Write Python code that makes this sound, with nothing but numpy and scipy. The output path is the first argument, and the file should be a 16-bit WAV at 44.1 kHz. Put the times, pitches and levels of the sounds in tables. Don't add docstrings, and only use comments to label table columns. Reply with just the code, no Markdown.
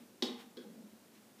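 import sys
import numpy as np
from scipy import signal
from scipy.fft import rfft, irfft
from scipy.io import wavfile

SR = 44100
rng = np.random.default_rng(int(sys.argv[2]) if len(sys.argv) > 2 else 0)


def unload_wav(signal):
    wavfile.write(
        sys.argv[1],
        SR,
        np.round(np.clip(np.atleast_2d(signal).T, -1, 1) * 32767).astype(np.int16),
    )


def volts_from_decibels(level):
    exponent = np.asarray(level, float) / 20
    return 10 ** exponent


N = 61739
T = np.arange(N) / SR


def rms_one(x):
    return x / np.sqrt(np.mean(x ** 2) + 1e-20)


def at_hz(points, hz):
    table_hz, value = np.transpose(points)
    return np.interp(np.log(np.maximum(hz, 1)), np.log(table_hz), value)


def coloured(spectrum):
    hz = np.arange(N // 2 + 1) * SR / N
    gain = volts_from_decibels(at_hz(spectrum, hz)) * (hz < spectrum[-1][0])
    return rms_one(irfft(rfft(rng.standard_normal(N)) * gain, N))


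def highpass(x, order, hz):
    return signal.sosfilt(signal.butter(order, hz, "high", fs=SR, output="sos"), x)


# time in seconds, level in dB.
RUMBLE_LEVEL = [(0.0, -60), (0.096, -63), (0.59, -63), (0.728, -55.5), (0.778, -55), (0.918, -64),
                (1.4, -65)]
# frequency in Hz, density in dB per Hz.
RUMBLE_COLOUR = [(60, -43), (130, -19), (165, -11.5), (210, 1), (265, -3.5), (340, -7.5), (550, -13.5),
                 (1000, -28.5)]
# frequency in Hz, density in dB per Hz.
HISS_COLOUR = [(25, -17), (85, -15.5), (100, 3), (140, -4), (500, -0.5), (1000, -3), (2000, -7.5),
               (16000, -13)]
HISS_DB, HUM_DB, HUM_HZ = -65.5, -89.5, 100


def background():
    rumble = volts_from_decibels(np.interp(T, *np.transpose(RUMBLE_LEVEL))) * coloured(RUMBLE_COLOUR)
    hum = volts_from_decibels(HUM_DB) * np.sqrt(2) * np.sin(2 * np.pi * HUM_HZ * T)
    return rumble + hum + volts_from_decibels(HISS_DB) * coloured(HISS_COLOUR)


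# frequency in Hz, time to fall 60 dB in seconds.
ROOM_DECAY = [(200, 0.25), (500, 0.37), (1000, 0.64), (3500, 0.43), (6000, 0.34), (12000, 0.075)]
ROOM_DB, ROOM_GAP_S, ROOM_BUILD_S = -34, 0.001, 0.002


def room(x):
    age = T[:SR // 2]
    edges = 100 * 2 ** np.arange(0, 7.6, .5)
    tail = np.zeros(len(age))
    for lo, hi in zip(edges, edges[1:]):
        band = signal.butter(2, [lo, hi], "band", fs=SR, output="sos")
        noise = signal.sosfilt(band, rng.standard_normal(len(age)))
        tail += noise * volts_from_decibels(-60 * age / at_hz(ROOM_DECAY, np.sqrt(lo * hi)))
    tail *= 1 - np.exp(-np.maximum(age - ROOM_GAP_S, 0) / ROOM_BUILD_S)
    return volts_from_decibels(ROOM_DB) * signal.fftconvolve(x, tail)[:N]


# centre in seconds, width in seconds, level in dB.
BRUSHES = [
    (.01, 0.037, -69),
    (.408, 0.03, -57),
    (1.165, 0.022, -66.5),
    (1.4, 0.017, -64.5),
]
# frequency in Hz, density in dB per Hz.
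CLOTH_COLOUR = [(150, -37), (600, -1.5), (1400, 1), (2500, 1.7), (4000, -1.5), (7000, -11.5), (16000, -15)]


def sleeve():
    swells = sum(volts_from_decibels(db) * np.exp(-((T - s) / width) ** 2) for s, width, db in BRUSHES)
    return coloured(CLOTH_COLOUR) * swells


# start in seconds, level in dB, pitch in Hz,
# time to fall 60 dB in seconds.
THUDS = [(.003, -47.5, 240, 0.12), (0.33, -41, 224, 0.12), (0.457, -50.5, 228.4, 0.2),
         (0.627, -51.5, 233.4, 0.33), (0.639, -63, 490, 0.31), (.645, -56, 826, .1),
         (.658, -42.5, 215, 0.16), (0.689, -49, 177, 0.23), (.755, -53.5, 215, 0.26),
         (0.789, -52, 259, 0.089), (0.833, -44.5, 213, 0.21), (0.924, -48.5, 218.4, 0.22),
         (1.075, -64, 265, 0.087), (1.158, -52, 316, .08)]
THUD_RISE_S = 0.0027


def thuds():
    out = np.zeros(N)
    for s, db, hz, t60 in THUDS:
        age = np.maximum(T - s, 0)
        swell = volts_from_decibels(db - 60 * age / t60) * (1 - np.exp(-age / THUD_RISE_S))
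        out += swell * np.sin(2 * np.pi * hz * age)
    return out


def ring(x, hz, t60):
    r, w = volts_from_decibels(-60 / (t60 * SR)), 2 * np.pi * hz / SR
    return signal.lfilter([0, np.sin(w)], [1, -2 * r * np.cos(w), r * r], x + 1e-18)


def soft(x, hz):
    r = np.exp(-2 * np.pi * hz / SR)
    return signal.lfilter([(1 - r) ** 2], [1, -2 * r, r * r], x + 1e-18)


def strike(modes, times, levels_db, spread_db):
    out = np.zeros(N)
    where = (np.array(times) * SR).astype(int)
    for k, (hz, db, t60) in enumerate(modes):
        clicks = np.zeros(N)
        clicks[where] = volts_from_decibels(np.array(levels_db) + db + spread_db * rng.standard_normal(len(where)))
        sign = -1 if k % 3 == 0 else 1
        out += sign * ring(clicks, hz, t60)
    return out


# start in seconds, tick level in dB, board level in dB, crack level in dB.
CONTACTS = [
    (0.2236, -22, -31, -46),
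    (0.5705, -44, -44, -67),
]
# delay in seconds, tick level in dB, board level in dB.
LANDING = [
    (.0001, -2, 0),
    (.0012, -1, -6),
    (.0036, -5, -8),
    (.0105, -7, -14),
    (.0185, -12, -3),
    (.064, -22, -12),
]
# delay in seconds, tick level in dB, board level in dB.
HAND = [
    (.0001, 0, -2),
    (.004, -3, -2),
    (.012, -10, -6),
    (.021, -8, -2),
    (.04, -17, -9),
    (.07, -20, -12),
]
# frequency in Hz, level in dB.
PIECE_MODES = [(1930, -22), (2310, -6), (2660, -10), (3090, -4.5), (3340, -3.5), (3480, -3), (3660, -1),
               (3850, -2.5), (4180, -0.5), (4535, -3.5), (4950, -2), (5350, -11), (5900, -8), (6570, -14)]
# frequency in Hz, level in dB, time to fall 60 dB in seconds.
FREE_BOARD = [(215, -19, 0.12), (243, 2, 0.29), (317, -18.5, 0.38), (353, 5.5, 0.085), (426.4, -3.5, 0.12),
              (464.4, -8, 0.31), (490, -7, 0.13), (660, -4.5, 0.031), (770, -9, 0.11), (840, -12, 0.13),
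              (1047, -4.5, 0.037), (1136, -7.5, 0.023), (1240, -20, 0.14), (1540, -8, 0.034)]
# frequency in Hz, level in dB,
# time to fall 60 dB in seconds.
HELD_BOARD = [(240, -8.5, 0.22), (365, -5, 0.18), (393, 9.5, 0.063), (472, 4.5, 0.1), (529.5, -9, 0.11),
              (778, -25, 0.059), (1092, -11.5, .04), (1600, 4, 0.022)]
PIECE_T60_S = .013
BOARD_LAG_S = -.001
BOARD_CONTACT_HZ, TICK_CONTACT_HZ, TICK_FLOOR_HZ = 964, 5800, 2000
CRACK_S, CRACK_CUT_HZ = 0.039, 4030
PRESENCE_HZ, PRESENCE_WIDTH_HZ, PRESENCE_DB = 3420, 500, 0


def crack(s, db):
    decay = (T >= s) * np.exp(-np.abs(T - s) / CRACK_S)
    return volts_from_decibels(db + 15.4) * soft(rng.standard_normal(N), CRACK_CUT_HZ) * decay


def piece_on_board():
    tick, knock = np.zeros(N), np.zeros(N)
    piece_modes = [(hz, db, PIECE_T60_S) for hz, db in PIECE_MODES]
    for contact, board_modes, touches in zip(CONTACTS, [FREE_BOARD, HELD_BOARD], [LANDING, HAND]):
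        s, tick_db, board_db, crack_db = contact
        lag, tick_loss, board_loss = np.transpose(touches)
        ticks = strike(piece_modes, s + lag, tick_db + tick_loss - 5.5, spread_db=5.5)
        tick += soft(ticks, TICK_CONTACT_HZ)
        tick += crack(s, crack_db)
        knocks = strike(board_modes, s + BOARD_LAG_S + lag, board_db + board_loss - 5, spread_db=2.5)
        knock += soft(knocks, BOARD_CONTACT_HZ)
    presence = signal.lfilter(*signal.iirpeak(PRESENCE_HZ, PRESENCE_HZ / PRESENCE_WIDTH_HZ, fs=SR), tick)
    tick = volts_from_decibels(-3.5) * (tick + volts_from_decibels(PRESENCE_DB) * presence)
    return highpass(tick, 2, TICK_FLOOR_HZ), knock


BOARD_WET_DB, MIC_CUT_HZ = 3, 175


def scene():
    tick, knock = piece_on_board()
    board = tick + knock + room(tick + volts_from_decibels(BOARD_WET_DB) * knock) + thuds()
    return (highpass(board, 6, MIC_CUT_HZ) + sleeve() + background())[None, :]


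def low_pass(x):
    return signal.sosfilt(signal.butter(12, 15390, fs=SR, output="sos"), x)


def record(dry):
    top_cut = signal.ellip(10, .5, 60, 15350, fs=SR, output="sos")
    mix = signal.sosfilt(top_cut, dry)
    return low_pass(mix)


dry = scene()
out = record(dry)
unload_wav(out)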